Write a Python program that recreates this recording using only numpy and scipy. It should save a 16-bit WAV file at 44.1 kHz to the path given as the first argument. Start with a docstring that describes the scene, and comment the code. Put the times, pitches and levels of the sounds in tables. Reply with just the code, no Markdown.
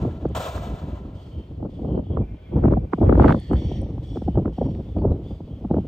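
"""A farmyard facing the open door of a big steel shed: gusts buffet a phone held low.
Wind is shaped noise that grows with each gust, plus single eddies that slap the microphone ports.
In the shed, blasts of air are noise with a ring that depends on pitch; something is swept in hissing,
whistling strokes of noise and moving resonances; a sheep bleats faintly as narrow bands over a rasp.
Small birds, as gliding tones with echoes, trill and chirp further off; dry ticks sound close by."""
import sys
import numpy as np
from scipy import signal
from scipy.fft import rfft, irfft, next_fast_len
from scipy.io import wavfile
from scipy.ndimage import uniform_filter1d

SR = 44100
rng = np.random.default_rng(int(sys.argv[2]) if len(sys.argv) > 2 else 0)


def pcm_store(signal):
    """Save signal as 16-bit PCM."""
    levels = np.round(np.clip(np.atleast_2d(signal), -1, 1) * 32767)
    wavfile.write(sys.argv[1], SR, levels.astype(np.int16).T)


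N = 258867  # samples
TIME = np.arange(N) / SR  # s

# sweeping strokes: (start [s], length [s], relative hiss level [dB], treble relative to hiss [dB],
# relative whistle level [dB], whistle pitch at the start [Hz], whistle pitch halfway [Hz])
STROKES = [(0.24, 0.092, -65, -19, -72, 3200, 3300), (1.135, 0.12, -70.5, 1, -67, 2960, 3340),
           (1.298, .13, -69, -22, -66.5, 3140, 3150), (1.684, 0.1, -70.5, -7, -70.5, 3426, 3405),
           (1.845, 0.13, -76, -21, -68.5, 3190, 3135), (2.02, 0.11, -72.5, -19, -69.5, 3160, 3320),
           (2.339, 0.26, -73.5, -20.5, -72.5, 3150, 3310), (2.909, 0.24, -68.5, -5, -72.5, 3100, 3350),
           (3.158, 0.41, -62, -3, -64.5, 3230, 3556), (3.55, .21, -56.5, -14, -60, 2997, 3274),
           (4.019, 0.16, -65.5, -2, -64, 3330, 3440), (4.22, .13, -69, -16, -69.5, 3114, 3120),
           (4.515, 0.19, -66.5, -5.5, -67.5, 3070, 3240), (4.81, 0.15, -72, -9, -75, 3010, 3460),
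           (5.22, 0.1, -70.5, -4, -66.5, 3030, 3490), (5.44, .14, -74, -10, -73, 3480, 3250),
           (5.735, 0.091, -79, -3, -73, 2860, 3150)]


def undb(db):
    """Decibel definition: 20 dB is a factor of ten in amplitude."""
    return 10 ** (np.asarray(db) / 20)


def unit(x):
    """Normalisation by effective value: scale to rms 1."""
    return x / np.sqrt(np.mean(x ** 2) + 1e-20)


def curve(rows, axis=1):
    """Linear interpolation in time of one column of a table."""
    rows = np.array(rows)
    return np.interp(TIME, rows[:, 0], rows[:, axis])


def at_pitch(points, hz):
    """Interpolation of (frequency, value) points on a logarithmic frequency axis."""
    f, value = np.transpose(points)
    return np.interp(np.log(np.maximum(hz, 1)), np.log(f), value)


def shape(x, gain):
    """Linear filtering: multiply the spectrum by a gain that is a function of frequency."""
    size = next_fast_len(N)
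    hz = np.maximum(np.fft.rfftfreq(size, 1 / SR), 1)
    return irfft(rfft(x, size) * gain(hz), size)[..., :N]


def colour(x, points):
    """Spectral shaping to rms 1; the gain falls 12 dB per octave below the first point."""
    def gain(f):
        return undb(at_pitch(points, f)) * np.minimum(f / points[0][0], 1) ** 2
    return unit(shape(x, gain))


def butter(x, hz, kind, order=2):
    """Causal Butterworth filtering: low-, high- or band-pass with a maximally flat passband."""
    edges = np.clip(hz, 5, .45 * SR)
    return signal.sosfilt(signal.butter(order, edges, kind, fs=SR, output="sos"), x)


def octaves(x, first_hz, count):
    """Octave analysis: overlapping bands that add up to x again; yields (centre [Hz], band)."""
    for k in range(count):
        def gain(f):
            position = np.clip(np.log2(f / first_hz), 0, count - 1)
            return np.maximum(1 - abs(position - k), 0)
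        yield first_hz * 2 ** k, shape(x, gain)


def walk(rate):
    """Slow random modulation: levels held for 1 / rate seconds, then smoothed; rms 1."""
    k = max(int(SR / rate), 2)
    steps = np.repeat(rng.standard_normal(N // k + 1), k)
    return unit(uniform_filter1d(uniform_filter1d(steps, k), k // 2)[:N])


def stereo(mid, side):
    """Sum-and-difference stereo: left and right from mid and side."""
    return np.array([mid + side, mid - side])


def wide_noise(side_db):
    """Partial coherence: white noise that is partly alike left and right."""
    return unit(stereo(rng.standard_normal(N), undb(side_db) * rng.standard_normal(N)))


def add(out, s, sound):
    """Superposition: mix a short sound into out at time s."""
    i = max(int(s * SR), 0)
    out[i:i + len(sound)] += sound[:N - i]


def hold_and_decay(start_s, length_s, rise_s, fall_s):
    """Exponential decay after a straight rise and a hold; fall_s is the amplitude time constant."""
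    rise = np.clip((TIME - start_s) / rise_s, 0, 1)
    return rise * np.exp(-np.maximum(TIME - start_s - length_s, 0) / fall_s)


def trapezoid(start_s, length_s, edge_s):
    """Linear amplitude envelope: a straight rise, a hold and a straight fall after length_s."""
    rise = np.clip((TIME - start_s) / edge_s, 0, 1)
    return rise * np.clip(1 + (start_s + length_s - TIME) / edge_s, 0, 1)


def ring_noise(hz, width_hz):
    """Quadrature modulation: two slow noises on a carrier make one movable resonance."""
    phase = 2 * np.pi * np.cumsum(hz * np.ones(N)) / SR
    a, b = (unit(butter(rng.standard_normal(N), width_hz / 2, "lowpass")) for _ in range(2))
    return a * np.cos(phase) + b * np.sin(phase)


def echoes(x, t60_s):
    """Diffuse reverberation: convolution with decaying noise, partly alike left and right."""
    tail = wide_noise(-3)[:, :SR] * undb(-60 * TIME[:SR] / t60_s)
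    tail = tail / np.linalg.norm(tail, axis=1, keepdims=True)
    return signal.fftconvolve(x[None], tail, axes=1)[:, :N]


def wind(side_db=-3.0):
    """Partial coherence of wind noise: the ports share gusts and eddies, with fine turbulence of their own."""
    # hardest eddies: (time [s], relative swing level [dB], relative snap level [dB], slap pitch [Hz])
    hard_eddies = [(0.052, -17.5, -46, 436), (0.254, -16, -35, 629), (0.579, -36, -35, 607),
                   (1.054, -33, -62, 299), (1.629, -24, -66, 372), (1.977, -24, -40.5, 442),
                   (2.172, -26, -31.5, 616), (2.537, -24.5, -53.5, 396.5), (2.640, -18.5, -28, 540),
                   (2.655, -9, -32, 364), (2.683, -15, -35, 348), (2.724, -12.5, -30.5, 413),
                   (2.737, -19.5, -30.5, 355), (2.773, -13.5, -48, 321), (2.934, -15.5, -21.5, 475),
                   (2.985, -20.5, -48.5, 474), (3.016, -16, -43, 397), (3.028, -17.5, -42.5, 336),
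                   (3.095, -9, -23, 482), (3.126, -10.5, -26.5, 483), (3.155, -18, -31, 416.4),
                   (3.198, -14, -17.5, 483), (3.223, -15.5, -23.5, 577), (3.245, -15.5, -18, 473),
                   (3.294, -15, -18.5, 349), (3.307, -17.5, -21, 287.6), (3.346, -15.5, -30, 328),
                   (3.513, -17.5, -37, 477.6), (3.534, -19.5, -29.5, 439), (3.717, -23.5, -60, 479),
                   (3.981, -27.5, -51, 400.5), (4.160, -27.5, -52, 634), (4.171, -22.5, -41, 463),
                   (4.221, -25.5, -52.5, 386.5), (4.283, -15, -51, 381), (4.357, -25, -54, 362),
                   (4.375, -17, -40.5, 429), (4.398, -21.5, -65, 329), (4.457, -18.5, -33, 447),
                   (4.479, -28, -41, 557), (4.585, -22, -49, 358), (4.615, -18, -50.5, 619),
                   (4.627, -22.5, -62, 375.5), (4.689, -25.5, -61, 275.6), (4.969, -18, -58, 355),
                   (5.02, -23, -57, 380), (5.052, -13.5, -44.5, 637.7), (5.406, -29, -66, 382),
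                   (5.649, -20, -55, 318), (5.711, -13.5, -55, 389.5), (5.743, -18, -42.5, 575),
                   (5.77, -14, -57, 328), (5.785, -17.5, -58, 482.7)]
    # lean of the wind to the left port: (frequency [Hz], share of mid [1])
    lean = [(400, 0), (650, .25), (1400, -.25)]
    gust_db, deep_db = wind_strength()
    eddies = hard_eddies + list(small_eddies(gust_db))
    mid, apart = (turbulence(gust_db, deep_db) + buffets(eddies) + tearing(gust_db) for _ in range(2))
    return stereo(mid, undb(side_db) * apart + shape(mid, lambda f: at_pitch(lean, f)))


def wind_strength(waver_db=5.0, waver_per_s=22, breeze_deep_db=2.0, rise_s=0.019, fall_s=0.039):
    """Addition of powers: gusts over a wavering breeze; gives stream and deep-rumble levels in dB."""
    # breeze between the gusts, before its waver: (time [s], level [dB])
    breeze = [(0, -37), (.35, -32.5), (.85, -35.5), (1.25, -37.5), (1.5, -44), (1.75, -31.5), (2.4, -38.5),
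              (2.85, -34.5), (3.4, -32), (3.75, -34), (4.2, -32), (4.85, -32.5), (5.3, -33), (5.56, -37.5),
              (5.87, -25.5)]
    # gusts on top of the breeze: (start [s], length [s], level [dB], extra deep rumble [dB])
    gusts = [(0.0, 0.072, -22.5, -1.5), (0.215, 0.047, -28, -1), (0.54, 0.13, -34, 7),
             (1.319, 0.075, -34.5, 2), (1.565, 0.088, -29, 1.5), (1.808, 0.18, -24.5, -7),
             (2.088, 0.1, -25.5, 1.5), (2.536, 0.12, -20, 4.5), (2.625, 0.11, -18, 2), (2.998, 0.2, -17, 3),
             (3.187, 0.067, -14, -2), (3.237, 0.075, -12.5, 0.5), (3.494, 0.022, -17, -1),
             (3.744, 0.28, -34, 5), (4.243, 0.053, -27, 4.5), (4.336, 0.055, -22, 3),
             (4.444, 0.042, -24.5, 1.5), (4.579, 0.11, -24, 2.5), (4.76, 0.077, -36, 7),
             (4.939, 0.14, -24.5, 3), (5.114, 0.11, -28.5, -5.5), (5.693, 0.081, -23, 1.5)]
    power = undb(curve(breeze) + waver_db * walk(waver_per_s)) ** 2
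    deep_power = power * undb(breeze_deep_db) ** 2
    for s, length_s, db, deep_db in gusts:
        gust = hold_and_decay(s, length_s, rise_s, fall_s)
        power = power + (undb(db) * gust) ** 2
        deep_power = deep_power + (undb(db + deep_db) * gust) ** 2
    return 10 * np.log10(power), 10 * np.log10(deep_power)


def turbulence(gust_db, deep_db, flutter_db=3.5, calm_db=-28, trim_db=-2, tilt_db=1.34, edge_hz=1400):
    """Turbulence scales: small eddies grow faster with the gust than large ones and come in bursts."""
    # rumble of the air stream: (frequency [Hz], relative spectral density [dB])
    rumble_spectrum = [(20, -10), (37, -7.5), (59, 6.5), (270, -7), (301, -7), (431, -15.5), (526, -17.5),
                       (653, -26), (857, -33.5), (1500, -54.5), (1950, -90.5), (3300, -120)]
    flutter, out = walk(70), 0
    steepen = .15  # extra dB per octave for each dB of gust above calm_db
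    for hz, band in octaves(colour(rng.standard_normal(N), rumble_spectrum), 2 ** 5, count=7):
        fine = max(np.log2(hz / 100), 0)  # octaves above the big, slow eddies
        burst = unit(undb(flutter_db * min(0.048 + 0.58 * fine, 2) * flutter))
        stream_db = gust_db + (deep_db - gust_db) * max(1 - fine, 0)
        fine_db = fine * (steepen * (gust_db - calm_db) + tilt_db)
        out = out + band * burst * undb(stream_db + trim_db + fine_db)
    return butter(out, edge_hz, "lowpass", order=4)


def small_eddies(gust_db, swing_db=-11, scatter_db=6, snap_db=-35, calm_db=-28, hardening=0.41,
                 slap_hz=400, eddies_per_s=35):
    """Random arrivals: chance eddies grow with the wind and their snap faster; rows as in hard_eddies."""
    late, luck, speed = rng.random((400, 3)).T
    times = (np.arange(len(late)) + late) / eddies_per_s
    wind_db = np.interp(times, TIME, gust_db)
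    size_db = wind_db + swing_db + scatter_db * (2 * luck - 1)
    sharp_db = size_db + snap_db + hardening * (wind_db - calm_db)
    pitch_hz = slap_hz * 2 ** (speed - .5)  # within half an octave either way
    return np.transpose([times, size_db, sharp_db, pitch_hz])[times < TIME[-1]]


def buffets(eddies, wake_hz=125, fall_s=0.00548, decay_s=0.011, rise_s=0.00053, snap_s=0.00068,
            shred_s=0.0033, shred_db=-13, swing_db=4.0, snap_db=1, crackle_db=-11, edge_hz=1700,
            softening=0.27):
    """Pressure transients: each eddy is a short snap, some shreds and a round swing of changing pitch.
    Eddies with little snap swell more gently."""
    out, t = np.zeros(N), np.arange(-SR // 40, SR // 14) / SR
    passing = np.exp(-abs(t) / shred_s)
    for (s, low_db, high_db, slap_hz), (turn, bulk) in zip(eddies, rng.random((len(eddies), 2))):
        onset_s = rise_s * undb(softening * (low_db - high_db))
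        since = onset_s * np.logaddexp(0, t / onset_s)  # time since the slap, with a soft start
        swell = np.exp((t - since) / onset_s - since / decay_s)
        end_hz = wake_hz * 2 ** (.5 - bulk)
        pitch = end_hz + (slap_hz - end_hz) * np.exp(-since / fall_s)
        swing = swell * np.sin(2 * np.pi * (np.cumsum(pitch) / SR + turn))
        shreds = unit(butter(rng.standard_normal(len(t)), [450, 800], "bandpass", order=3)) * passing
        burst = rng.standard_normal(len(t)) * (np.exp(-(t / snap_s) ** 2) + undb(crackle_db) * passing)
        snap = butter(butter(burst, [700, 1350], "bandpass"), edge_hz, "lowpass", order=1)
        body = undb(low_db + swing_db) * (swing + undb(shred_db) * shreds)
        add(out, s + t[0], body + undb(high_db + snap_db) * 2 * snap / abs(snap).max())
    return butter(out, 1500, "lowpass", order=3)


def tearing(gust_db, level_db=-28, strong_db=-12, growth=3.72, ragged_db=5, build_s=0.013):
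    """Nonlinear flow noise: a ragged crackle at the port grows much faster than the gust, up to strong_db."""
    # crackle of air tearing at the port: (frequency [Hz], relative spectral density [dB])
    crackle_spectrum = [(750, 5.5), (1600, -5), (2600, -15.5), (4300, -30.5), (5500, -41.5), (15000, -55.5)]
    crackle = colour(rng.standard_normal(N) * undb(ragged_db * walk(300)), crackle_spectrum)
    force = undb(growth * np.minimum(gust_db - strong_db, 0))
    keep = np.exp(-1 / (build_s * SR))
    lagging = signal.lfilter([1 - keep], [1, -keep], force)
    return undb(level_db) * crackle * np.minimum(force, lagging)  # builds slowly, falls at once


def air_blast(hold_s=0.031, rough_db=1.45, bounce_s=.003, bounce_db=-8):
    """Frequency-dependent reverberation: bursts of air ring in the shed, each octave with its own decay."""
    # colour of the blast: (frequency [Hz], relative level [dB])
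    blast_spectrum = [(250, -34.5), (500, 2), (900, -3.5), (1350, -8), (1550, -15), (2100, -20.5),
                      (3400, -17), (5200, -28), (7000, -24.5), (9000, -28), (10300, -56), (11800, -29.5),
                      (13000, -33.5), (15500, -38)]
    # ring of the shed: (frequency [Hz], time to fall 60 dB [s])
    shed_t60 = [(300, 2.4), (1000, 1.89), (3300, 1.75), (7000, 1.16), (14000, 1.2)]
    # blasts; the first is already dying away at time 0: (time [s], relative level [dB])
    blast_times = [(-.5, -29.5), (0.348, -32)]
    air = wide_noise(-8)
    # a bounce off the floor makes it hollow
    air = air + undb(bounce_db) * np.roll(air, int(bounce_s * SR), axis=1)
    out = 0
    for hz, band in octaves(colour(air, blast_spectrum), 2 ** 8, count=7):
        fall_s = at_pitch(shed_t60, hz) / np.log(1000)
        out = out + band * sum(undb(db) * hold_and_decay(s, hold_s, 0.0031, fall_s) for s, db in blast_times)
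    return out * undb(rough_db * walk(60))


def sweeping(body_db=-2, treble_db=-1, rise_s=0.02, t60_s=1.0, hard_db=-53):
    """Friction noise: hissing strokes hang in the shed; fixed resonances weaken when the push is soft."""
    # colour of the hiss: (frequency [Hz], relative level [dB])
    hiss_spectrum = [(1400, -34.5), (1800, 4.5), (2650, -0.5), (3100, 4.5), (3450, 7), (4100, -6.5),
                     (4500, -7), (5050, -11.5), (5600, -18.5), (6200, -18.5), (7500, -24.5), (8500, -20),
                     (9600, -37), (15000, -32)]
    # resonances rung by the push: (centre before its wander [Hz], width [Hz], relative level [dB])
    rings = [(1900, 100, -18), (2280, 180, -9.5), (3070, 110, -8), (4470, 82, -13)]
    power, treble_power = 1e-12, 1e-12
    for s, length_s, db, bright_db, *_ in STROKES:
        stroke = hold_and_decay(s, length_s, rise_s, t60_s / np.log(1000))
        power = power + (undb(db) * stroke) ** 2
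        treble_power = treble_power + (undb(db + bright_db) * stroke) ** 2
    push = np.sqrt(power)
    scratch_db = 1.7
    hiss = colour(wide_noise(-4), hiss_spectrum) * undb(scratch_db * walk(42))
    body = shape(hiss, lambda f: 1 / (1 + (f / 4700) ** 8))
    treble = unit(hiss - body)
    hardness = np.sqrt(np.minimum(push / undb(hard_db), 1))
    wander = 1 + .008 * walk(9)
    mid, side = (hardness * sum(undb(db) * ring_noise(hz * wander, width) for hz, width, db in rings)
                 for _ in range(2))
    low_part = push * (undb(body_db) * unit(body) + stereo(mid, .5 * side))
    return low_part + undb(treble_db) * np.sqrt(treble_power) * treble


def squeal(echo_db=-2, t60_s=0.43, edge_s=0.03, droop=0.98):
    """Moving resonance: each stroke's breathy whistle bends in pitch, and the shed's echo holds on to it."""
    # resonances that bend together: (multiple of the whistle pitch [1], width [Hz], relative level [dB])
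    bending = [(.91, 240, -7), (1, 150, -1), (1.385, 200, -17)]
    push, bend = 0, []
    for s, length_s, _, _, db, start_hz, middle_hz in STROKES:
        push = push + undb(db) * trapezoid(s, length_s, edge_s)
        bend += [(s, start_hz), (s + length_s / 2, middle_hz), (s + length_s, droop * middle_hz)]
    pitch = curve(sorted(bend))
    dry = push * sum(undb(db) * ring_noise(multiple * pitch, width) for multiple, width, db in bending)
    return dry + undb(echo_db) * echoes(dry, t60_s)


def overtones(width_hz=190, sag_per_s=0.057, edge_s=.06, level_db=-3, t60_s=0.76):
    """Extra resonances: some strokes ring their own, above or below the whistle; they sag and linger."""
    # resonances of single strokes: (start of the stroke [s], mid-stroke pitch [Hz], relative level [dB])
    extra_rings = [(1.135, 4450, -78.5), (3.158, 1840, -64.5), (3.158, 2110, -67.5), (3.158, 4450, -66.5),
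                   (3.55, 5620, -67), (3.55, 6230, -75), (4.019, 5520, -72), (4.019, 8370, -80.5),
                   (4.515, 4500, -79), (4.515, 5550, -76), (5.22, 4770, -73.5)]
    dry = 0
    for s, hz, db in extra_rings:
        length_s = min(STROKES, key=lambda stroke: abs(stroke[0] - s))[1]
        push = trapezoid(s, length_s, edge_s)
        pitch = hz * (1 - sag_per_s * np.clip(TIME - s - length_s / 2, -length_s, length_s))
        dry = dry + undb(db + level_db) * push * ring_noise(pitch, width_hz)
    return dry + echoes(dry, t60_s)


def bleat(rasp_db=-68, smear_hz=32):
    """Partials in a reverberant space: the shed smears each into a wavering band over a breathy rasp."""
    # partials at full effort: (frequency [Hz], level [dB])
    partial_levels = [(635, -63.5), (942, -83), (1217, -85), (1394, -89), (1507, -72.5), (1717, -79),
                      (2148, -71), (2363, -70), (2470, -84.5), (2620, -81)]
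    # course of the bleat: (time [s], effort [dB])
    effort = [(2.02, -34), (2.2, -3.5), (2.55, -2), (2.85, -5.5), (3.2, -14)]
    # breathy part: (frequency [Hz], relative level [dB])
    rasp_spectrum = [(900, -7), (1800, -4.5), (2300, 0.5), (2650, -1.5), (2900, -17.5), (6000, -49)]
    partials = sum(undb(db) * ring_noise(hz, smear_hz) for hz, db in partial_levels)
    rasp = undb(rasp_db) * colour(wide_noise(-0.5), rasp_spectrum)
    sounding = (TIME > effort[0][0]) & (TIME < effort[-1][0])
    return (partials + rasp) * sounding * undb(curve(effort))


def ticks(decay_s=0.00095):
    """Impulsive excitation: tiny dry clicks of grit and grass close by, as decaying band-passed noise."""
    # ticks: (time [s], peak level [dB], lowest frequency [Hz], highest frequency [Hz])
    tick_rows = [(.29, -57, 5700, 8600), (3.4, -50, 8000, 9800), (3.532, -47.5, 5800, 9530),
                 (3.816, -51, 8030, 9640), (4.75, -47.5, 1400, 3110), (4.984, -49, 1600, 3630)]
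    out, t = np.zeros(N), TIME[:SR // 20]
    for s, db, low_hz, high_hz in tick_rows:
        burst = rng.standard_normal(len(t)) * np.exp(-t / decay_s)
        grit = butter(burst, [low_hz, high_hz], "bandpass", order=3)
        add(out, s, undb(db) * grit / abs(grit).max())
    return out


def chirp(length_s, from_hz, to_hz, fuzz_hz=0):
    """Frequency modulation: one gliding note, slightly off pitch by chance, with a fast random tremble."""
    size = int(length_s * SR)
    tremble = unit(uniform_filter1d(rng.standard_normal(size), size=90))
    glide = np.linspace(from_hz, to_hz, size) * (1 + 0.0068 * rng.standard_normal())
    pitch = glide + fuzz_hz * tremble
    return np.hanning(size) * np.sin(2 * np.pi * np.cumsum(pitch) / SR)


def birds(trill_s=0.57, step_s=0.081, trill_db=-75, chirp_db=-3, echo_db=-1, t60_s=0.49):
    """Direct and scattered sound: a quick trill and a few lone, husky chirps with echoes of the yard."""
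    # lone chirps: (time [s], length [s], nominal start pitch [Hz], nominal end pitch [Hz],
    # relative level [dB])
    lone_chirps = [(2.088, 0.088, 3227, 3400, -58), (4.972, .06, 4460, 4150, -65.5),
                   (5.093, 0.058, 3730, 4000, -66), (5.68, 0.058, 4070, 3810, -68)]
    out = np.zeros(N)
    uneven_db, fuzz_hz = 2.5, 150
    for k, (loud, late) in enumerate(rng.standard_normal((18, 2))):
        note = chirp(0.035, 4480, 4170, fuzz_hz)
        add(out, trill_s + k * step_s + 0.0028 * late, undb(trill_db + uneven_db * loud) * note)
    for s, length_s, from_hz, to_hz, db in lone_chirps:
        add(out, s, undb(db + chirp_db) * chirp(length_s, from_hz, to_hz, fuzz_hz))
    return out + undb(echo_db) * echoes(out, t60_s)


def yard_air(level_db=-56, sway_db=1):
    """Diffuse background noise: the soft hush of the open country, swaying in level."""
    # colour of the hush: (frequency [Hz], relative level [dB])
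    hush_spectrum = [(250, -22.5), (390, 4), (1340, -16.5), (1700, -24), (3200, -20), (3900, -27.5),
                     (8600, -42), (15000, -43)]
    return colour(wide_noise(-5), hush_spectrum) * undb(level_db + sway_db * walk(6.9))


def pan(x, left_db):
    """Level difference between channels: make the left louder than the right."""
    return x * undb(stereo(0, left_db / 2))[:, None]


def phone_stereo(x):
    """Interchannel phase: the phone's stereo sets far sound out of step between left and right, by pitch."""
    # lead of the left channel: (frequency [Hz], phase [rad])
    lead = [(550, 1.23), (1050, 1.4), (2200, 0.92), (4300, 0.95), (7200, -0.016), (9000, -2), (12500, 0)]
    return shape(x, lambda f: np.exp(.5j * stereo(0, at_pitch(lead, f))))


def centre_bass(x):
    """Frequency-dependent stereo width: the lows are alike in both channels, up to a drifting edge."""
    # edge between centred lows and wide highs: (time [s], frequency [Hz])
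    centred_below = [(.3, 760), (.42, 650), (1.7, 344), (3.3, 341), (3.53, 549), (3.7, 1080), (4.0, 1250),
                     (4.4, 1020), (4.85, 1211), (5.87, 930)]
    f, t, side = signal.stft((x[0] - x[1]) / 2, SR, nperseg=2 ** 10)
    edge = np.interp(t, *np.transpose(centred_below))
    width = np.exp(-(edge / np.maximum(f, 1)[:, None]) ** 3)
    return stereo(x.mean(axis=0), signal.istft(side * width, SR)[1][:N])


def scene():
    """Superposition of sources: wind and ticks in front; shed, birds and hush behind."""
    strokes = sweeping() + squeal() + overtones()
    shed = pan(air_blast(), left_db=1.0) + pan(strokes, left_db=-1.0) + bleat()
    return wind() + pan(ticks(), left_db=-9.0) + phone_stereo(shed + birds() + yard_air())


def record(dry, top_hz=15650):
    """Band limits and saturation: the phone thins deep rumble, rounds peaks, centres bass, cuts the top."""
    thinned = butter(dry, 24, "highpass")
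    rounded = np.tanh(0.8 * thinned) / 0.66
    top_cut = signal.ellip(8, .2, 70, top_hz, fs=SR, output="sos")
    return signal.sosfilt(top_cut, centre_bass(rounded))


dry = scene()
out = record(dry)
pcm_store(out)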